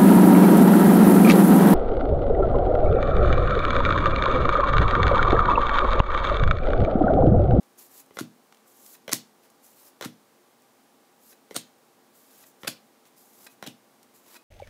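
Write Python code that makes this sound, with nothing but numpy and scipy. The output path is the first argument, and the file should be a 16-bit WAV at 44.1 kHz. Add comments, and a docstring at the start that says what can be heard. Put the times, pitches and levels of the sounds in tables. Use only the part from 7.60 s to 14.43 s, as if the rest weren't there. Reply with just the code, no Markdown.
"""Stiff trading cards, thumbed off a hand-held stack and laid on a pile on a wooden table in a small room.
Close to the microphone each card hisses off the stack. A little further off it taps down on its edge,
scrapes past the fingertip and snaps flat, pushing out a soft thump of air that wakes the low room modes.
A fan hums faintly in the background."""
import sys
import numpy as np
from scipy import signal
from scipy.fft import rfft, irfft
from scipy.io import wavfile
from scipy.ndimage import uniform_filter1d

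SR = 44100
rng = np.random.default_rng(int(sys.argv[2]) if len(sys.argv) > 2 else 0)


def waveform_to_disk(signal):
    """Save audio, clipped to [-1, 1], as 16-bit WAV at the path in sys.argv[1]."""
    frames = np.transpose(np.atleast_2d(signal))
    scaled = np.clip(frames, -1, 1) * 32767
    samples = np.round(scaled).astype(np.int16)
    wavfile.write(sys.argv[1], SR, samples)


N = 301203
TIME = np.arange(N) / SR

# a card is pulled off the stack: (start [s], clear of the stack [s], relative hiss at full speed [dB],
# rub offset from that [dB], edge rasp [dB], rasp swell [s])
PULLS = [(0.26, 0.415, -47.5, -11.5, -64, .01), (1.09, 1.354, -49, -15.5, -51.5, .007),
         (1.98, 2.297, -53, -11, -70, 0.0095), (3.575, 3.73, -51.5, -20, -54, 0.0098),
         (4.53, 4.84, -54, -7.5, -51.5, .006), (5.676, 5.8684, -51.5, -11, -40, 0.0025),
         (6.586, 6.768, -53, -3, -45.5, .012)]


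def slides():
    """Close up, glossy faces hiss over each other, catching slightly; firmer pressure adds a lower rub."""
    # friction spectra of the hiss and the rub: (frequency [Hz], level [dB])
    hiss_spectrum = [(1500, -25), (3500, -10.5), (5000, -4), (7000, 1), (9000, -1.5), (12000, 3.5),
                     (14500, 1.5), (16000, -0.5)]
    rub_spectrum = [(120, -27), (260, 3), (500, -3), (1000, 0.5), (1800, -4.5), (3000, -5.5), (5000, -5.5),
                    (10000, -20)]
    # a finger or a loose card brushes a glossy face:
    # (start [s], length [s], relative hiss [dB], rub offset from that [dB])
    brushes = [(0.172, 0.12, -48.5, -11.5), (0.533, .08, -56, -13), (1.054, 0.16, -59, -16),
               (1.82, .065, -60, -0.5), (2.025, 0.091, -56, -17), (3.896, .08, -59.5, -4),
               (4.532, 0.14, -59, -15), (4.848, 0.081, -55, -17), (4.998, 0.15, -57, -10),
               (5.448, .05, -60, -3), (5.557, 0.21, -56, -21), (5.893, 0.066, -57, -14),
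               (6.533, 0.086, -55, -15)]
    ease_s, release_s, brush_attack_s = .013, 0.017, 0.021
    hiss, rub = np.zeros(N), np.zeros(N)
    for start, clear, db, rub_db, _, _ in PULLS:
        # the hand speeds the card up evenly until just before it comes free
        fastest = clear - ease_s
        speed = np.clip((TIME - start) / (fastest - start), 0, 1)
        contact = np.exp(-np.maximum(TIME - fastest, 0) / release_s)
        hiss += undb(db) * contact * speed ** 1.2  # friction grows as a power of speed
        rub += undb(db + rub_db) * contact * speed ** 1.4
    for start, length, db, rub_db in brushes:
        # a brush sets in quickly, then slows to rest
        attack = np.clip((TIME - start) / brush_attack_s, 0, 1)
        fade = np.clip((start + length - TIME) / (length - brush_attack_s), 0, 1) ** 0.91
        hiss += undb(db) * attack * fade
        rub += undb(db + rub_db) * attack * fade
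    grip = undb(1.5 * waver(rate_hz=250) + .8 * waver(rate_hz=25))
    hiss = convolve(hiss * grip * friction(N, grain_db=3), body(hiss_spectrum))
    rub = convolve(rub * grip * friction(N, grain_db=6.5), body(rub_spectrum))
    # a reflection from the moving hand shifts the colour of the hiss
    delay_s = 0.000267 * undb(2.8 * waver(rate_hz=7))
    reflection = .25 * np.interp(TIME - delay_s, TIME, hiss)
    return undb(-0.75) * (hiss + reflection) + rub


def card_edges():
    """Near the microphone, each trailing edge rasps off the stack and edges tick against the fingers."""
    # ring of the card's free edge: (frequency [Hz], width [Hz], level [dB])
    edge_modes = [(290.1, 95, -4), (597, 300, -7), (976, 200, -6), (1580, 200, 0), (1930, 160, -2.5),
                  (2512, 90, 2.5), (3380, 100, -7), (3980, 120, 0), (5010, 200, -4.5), (7500, 7800, -12.5)]
    # fingers catch an edge: (time [s], level [dB], centre [Hz])
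    catches = [(0.031, -53.5, 8000), (0.462, -54, 12000), (0.9243, -44.5, 1000), (0.946, -51.5, 3000),
               (0.971, -55, 4000), (1.263, -41, 8500), (1.8358, -60, 4000), (1.9010, -51.5, 9000),
               (2.27, -52, 328), (3.0210, -56, 9000), (5.4540, -52.5, 3000), (6.4300, -49.5, 7000)]
    rasps, ticks = np.zeros(N), np.zeros(N)
    for _, clear, _, _, db, swell in PULLS:
        add(rasps, *burst(clear, db, swell, fade=.004))
    for s, db, hz in catches:
        start, slips = burst(s, db, swell=0.00014, fade=0.0023)
        add(ticks, start, signal.fftconvolve(slips, body(modes=[(hz, 1.24 * hz, 0)])))
    return convolve(rasps, body(modes=edge_modes)) + ticks


def landings(bend_db):
    """At the pile, each bent card skids and snaps flat through its resonances, offset by bend_db."""
    # broad spectrum of the card: (frequency [Hz], level [dB])
    card_spectrum = [(45, -36.5), (100, -11.5), (300, 2.5), (600, 2), (1000, -4), (2500, -7.5),
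                     (5000, -1.5), (8000, -2), (12000, -3), (16000, -6.5)]
    # each grip bends the card differently, one list a landing: (frequency [Hz], width [Hz], level [dB])
    bend_modes = [
        [(1150, 330, 11), (1420, 150, 15.5), (3740, 1600, 4.5), (6460, 900, 3), (10600, 700, 2)],
        [(1090, 180, 9), (1740, 740, 5.5), (4400, 900, 6.5), (6480, 1100, 9), (10000, 1200, 2)],
        [(1050, 240, 4), (1390, 420, 9), (2000, 200, -8), (3700, 1000, 4.5), (6200, 1200, -7)],
        [(705, 550, 7.5), (1410, 200, 9), (3900, 1250, 10), (6600, 480, 10.5), (8520, 340, 15.5),
         (11200, 310, 5), (14500, 1200, -4)],
        [(670, 88, 9.5), (1080, 200, -1), (1530, 340, 10.5), (2590, 510, 6.5), (3300, 320, 11), (4730, 600, 10),
         (8500, 460, 2), (11200, 960, 5.5)],
        [(1560, 230, 1.5), (3000, 450, 9.5), (3680, 320, 11.5), (6200, 800, -10)],
    ]
    # the card skids as it is pressed down:
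    # (start [s], end [s], first level [dB], last level [dB], tilt [dB/octave])
    skids = [(0.5865, 0.602, -34.5, -39, 1), (1.517, 1.5334, -34.5, -26.5, -1),
             (2.416, 2.461, -43, -39, -2.5), (3.9480, 3.963, -43.5, -36, -2.5),
             (5.072, 5.084, -32.5, -30, -1.5), (6.063, 6.078, -43, -38, -3)]
    # it slips off the fingertip and slaps flat:
    # (time [s], level [dB], swell [s], fade [s], tilt [dB/octave])
    snaps = [(0.5891, -23.5, 0.0007, 0.0012, -3), (0.6082, -27, 0.000081, 0.00071, 0),
             (1.5166, -27, 0.00014, 0.00097, 3), (1.5290, -18.5, 0.00073, .0012, 0),
             (1.5322, -5, 0.000061, .0005, 2.5), (2.448, -31, .0006, .003, 0.5),
             (2.4553, -37, 0.00029, 0.0012, 4.5), (3.9448, -36.5, 0.000079, 0.0014, 4.5),
             (3.9636, -19.5, 0.00079, 0.00085, 0.5), (3.9647, -18.5, 0.0003006, .002, 0),
             (5.0757, -23.5, .0005, 0.0012, -1), (5.0792, -17, .0009, .0012, 0.5),
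             (6.065, -37, 0.00041, 0.0013, 4), (6.0742, -29.3, .001, 0.0013, -1.5)]
    out = np.zeros(N)
    skid_starts = np.array(skids)[:, 0]
    bends = [[(hz, width, db + bend_db) for hz, width, db in bend] for bend in bend_modes]
    for (start, end, first_db, last_db, tilt_db), bend in zip(skids, bends):
        count = max(int((end - start) * SR), 20)
        skid = friction(count, grain_db=-8.5) * undb(np.linspace(first_db, last_db, count))
        add(out, start, signal.fftconvolve(skid, body(card_spectrum, bend, tilt_db)))
    for s, db, swell, fade, tilt_db in snaps:
        start, slips = burst(s, db, swell, fade)
        bend = bends[np.argmin(abs(skid_starts - s))]
        add(out, start, signal.fftconvolve(slips, body(card_spectrum, bend, tilt_db)))
    return out


def taps():
    """A card's edge chatters on the table and bounces once; the wood answers with a dispersed knock."""
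    # the edge meets the table: (time [s], relative level [dB], tilt [dB/octave], bounce re tap [dB])
    strikes = [(0.5079, -45.5, -3, -20), (0.5705, -31, -1, -12), (1.4796, -29, 0.1, -0.5),
               (2.4109, -29.5, 2, -2.5), (3.9099, -35, -1.5, -15.5), (5.0334, -35, -1, 1),
               (6.0262, -31, 0.8, -10)]
    # table and card ring together: (frequency [Hz], width [Hz], level [dB])
    table_modes = [(187, 46, -4.5), (410, 125, -2.5), (530, 110, 1), (787, 150, -5), (1060, 120, -6),
                   (1420, 140, -5), (2004, 170, -4), (3160, 300, -12.5), (3470, 150, -9.5),
                   (3970, 220, -13.5), (5760, 600, -16.5), (7650, 900, -26), (11980, 5500, -28.5)]
    bounce_s, tap_chatter_s, bounce_chatter_s = .0138, 0.0024, 0.0037  # the looser bounce chatters longer
    out = np.zeros(N)
    t = np.arange(int(.02 * SR)) / SR
    for s, db, tilt_db, bounce_db in strikes:
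        table = disperse(body(modes=table_modes, tilt_db=tilt_db), lag_s=0.001196)
        for delay, offset_db, chatter in [(0, 0, tap_chatter_s), (bounce_s, bounce_db, bounce_chatter_s)]:
            contact = 0.14 * rng.standard_normal(len(t)) * np.exp(-t / chatter)
            contact[0] += 1  # the impact itself
            knock = signal.fftconvolve(contact, table)
            add(out, s + delay - .0004, undb(db + offset_db + 20.5) * knock / np.linalg.norm(knock))
    return out


def thumps():
    """Air squeezed from under a falling card gives one pressure swing; the low room modes ring on."""
    # puffs of air: (time [s], level [dB], frequency [Hz])
    puffs = [(0.6140, -22, 288), (1.5354, -24.5, 278), (2.462, -26, 240), (3.9683, -30, 290),
             (5.087, -31.5, 226), (6.0822, -33, 243)]
    # low room modes: (frequency [Hz], t60 [s], level re puff [dB])
    room_modes = [(124.2, 0.2397, -20.5), (138.4, 0.14, -14), (165, 0.3, -17.5), (213, 0.46, -23),
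                  (245, 0.25, -15), (310.5, .22, -17)]
    out = np.zeros(N)
    lead_s, build_up_s = .012, 0.0059
    t = np.arange(SR // 2) / SR - lead_s
    boom = sum(undb(db) * np.exp(-np.log(1000) * t / t60) * np.cos(2 * np.pi * hz * t)
               for hz, t60, db in room_modes)
    boom *= np.clip(t / build_up_s, 0, 1)
    for s, db, hz in puffs:
        puff = np.exp(-(t / 0.003) ** 2) * np.cos(2 * np.pi * hz * t)
        add(out, s - lead_s, -undb(db) * (puff + boom))
    # so small a surface radiates hardly any deep bass
    return signal.sosfiltfilt(signal.butter(3, 93, "high", fs=SR, output="sos"), out)


def room(t60_low, t60_high, tail_db):
    """The small room at the microphone: near reflections and a short tail whose treble dies first."""
    # reflections off near surfaces: (delay [s], level [dB])
    echoes = [(.0093, -15), (0.011, -18.5), (0.0208, -25.5)]
    # colour the walls give the tail: (frequency [Hz], level [dB])
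    wall_spectrum = [(100, -13), (400, -4.5), (1200, -9.5), (2500, 1.5), (4000, 0.5), (7000, -0.5),
                     (11000, -1), (16000, -3.5)]
    t = TIME[:SR // 2]
    build_up = np.clip(t / 0.0094, 0, 1)
    noise = rng.standard_normal(len(t)) * build_up * np.exp(-np.log(1000) * t / t60_low)
    diffuse = convolve(even(noise, width_hz=160) * (t < t[-1] - .05), body(wall_spectrum))
    low = signal.sosfilt(signal.butter(2, 6000, fs=SR, output="sos"), diffuse)
    tail = low + (diffuse - low) * np.exp(-np.log(1000) * t * (1 / t60_high - 1 / t60_low))
    response = undb(tail_db) * tail / np.linalg.norm(tail)
    for delay, db in echoes:
        add(response, delay, undb([db]))
    return response


def fan():
    """In the background, a steady rush of air with faint, slightly wavering shaft harmonics."""
    # hum: (harmonic [multiple of the shaft rate], level [dB])
    harmonics = [(3, -75), (4, -75), (5, -75.5), (9, -75.5), (13, -79), (18, -87.5)]
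    # rush of air: (frequency [Hz], relative level [dB])
    air_spectrum = [(18, -79.5), (30, -55.5), (123, -12.5), (187, -10), (225, -0.5), (324, -7.5), (350, -4),
                    (389, -9), (443, -5), (673, -7.5), (808, -7.5), (1870, -16.5), (2180, -17), (2550, -19),
                    (15500, -23.5)]
    shaft_hz, air_db = 89.1, -61
    knots = np.arange(0, N / SR + 1, .25)
    drift = np.interp(TIME, knots, rng.standard_normal(len(knots)))
    angle = 2 * np.pi * np.cumsum(shaft_hz * (1 + .002 * drift)) / SR
    hum = sum(np.sqrt(2) * undb(db) * np.sin(k * angle + 2 * np.pi * rng.random()) for k, db in harmonics)
    rush = signal.fftconvolve(rng.standard_normal(N + SR), body(air_spectrum))[SR:SR + N]
    return hum + undb(air_db) * unit(rush)


def friction(count, grain_db):
    """Dense micro-slips of uneven size."""
    sizes = undb(grain_db * rng.standard_normal(count))
    return unit(rng.standard_normal(count) * np.sqrt(uniform_filter1d(sizes ** 2, size=8) + 1e-18))


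def burst(s, db, swell, fade):
    """A rush of slips that builds up to time s and dies away: returns (start [s], sound)."""
    lead = 5 * swell
    t = np.arange(-lead, 6 * fade, 1 / SR)
    envelope = np.exp(np.minimum(t / swell, -t / fade))
    slips = even(rng.standard_normal(len(t)) * envelope, width_hz=700)
    return s - lead, undb(db) * slips * np.linalg.norm(envelope) / np.linalg.norm(slips)


def body(points=None, modes=(), tilt_db=0, size=4096):
    """Causal response of unit energy from a broad spectrum, resonances on top and a tilt per octave."""
    hz = np.maximum(np.fft.rfftfreq(size, 1 / SR), 10)
    power = sum(undb(2 * db) / (1 + ((hz ** 2 - f ** 2) / (hz * width)) ** 2) for f, width, db in modes)
    if points is not None:
        f, db = np.transpose(points)
        power = power + undb(2 * np.interp(np.log(hz), np.log(f), db))
    cepstrum = irfft(np.log(np.sqrt(power) * undb(tilt_db * np.log2(hz))))
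    folded = 2 * cepstrum[:size // 2] * (np.arange(size // 2) > 0)  # minimum phase
    response = irfft(np.exp(rfft(folded, size)))
    return response / np.linalg.norm(response)


def disperse(response, lag_s):
    """Bending waves carry the treble first; lag_s is the travel time at 1 kHz."""
    hz = np.fft.rfftfreq(len(response), 1 / SR)
    travel = np.exp(-4j * np.pi * lag_s * np.sqrt(1000 * hz))
    return irfft(rfft(response) * travel)


def waver(rate_hz):
    """Smooth random drift of about unit spread."""
    return np.interp(TIME * rate_hz, np.arange(N), rng.standard_normal(N))


def even(x, width_hz):
    """Flatten the broad colour of a noise, keeping its fine grain."""
    spectrum = rfft(x)
    power = uniform_filter1d(abs(spectrum) ** 2, size=max(int(width_hz * len(x) / SR), 1))
    return unit(irfft(spectrum / np.sqrt(power + 1e-18), len(x)))


def undb(db):
    """Decibels to gain."""
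    return 10 ** (np.asarray(db) / 20)


def unit(x):
    """Scale to rms 1."""
    return x / np.sqrt(np.mean(x ** 2))


def convolve(x, response):
    """Pass a sound through a response, keeping its length."""
    return signal.fftconvolve(x, response)[:len(x)]


def add(out, s, sound):
    """Mix a sound in at time s."""
    start = int(s * SR)
    out[start:start + len(sound)] += sound[:len(out) - start]


def scene():
    """One microphone, close to the held stack; the pile lies further off and carries more of the room."""
    held = slides() + card_edges()
    tapped, landed, air = taps(), landings(bend_db=-0.5), thumps()
    sides = [room(t60_low=0.23, t60_high=0.16, tail_db=-8.5) for _ in range(3)]
    reverb = convolve(undb(-5.5) * held + undb(1.0) * tapped + undb(-6.0) * air, sides[0])
    # the room hears the card from all sides, which evens out its resonances
    landing_reverb = sum(convolve(landings(bend_db=-7.5), side) for side in sides) / np.sqrt(len(sides))
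    return (held + tapped + landed + air + reverb + undb(-.7) * landing_reverb + fan())[None]


def record(dry):
    """The recorder thins the deep bass and cuts the top."""
    low_cut_hz, top_hz = 30, 15600
    thin = signal.sosfilt(signal.butter(1, low_cut_hz, "high", fs=SR, output="sos"), dry)
    return signal.sosfilt(signal.ellip(10, .2, 70, top_hz, fs=SR, output="sos"), thin)


dry = scene()
out = record(dry)
waveform_to_disk(out)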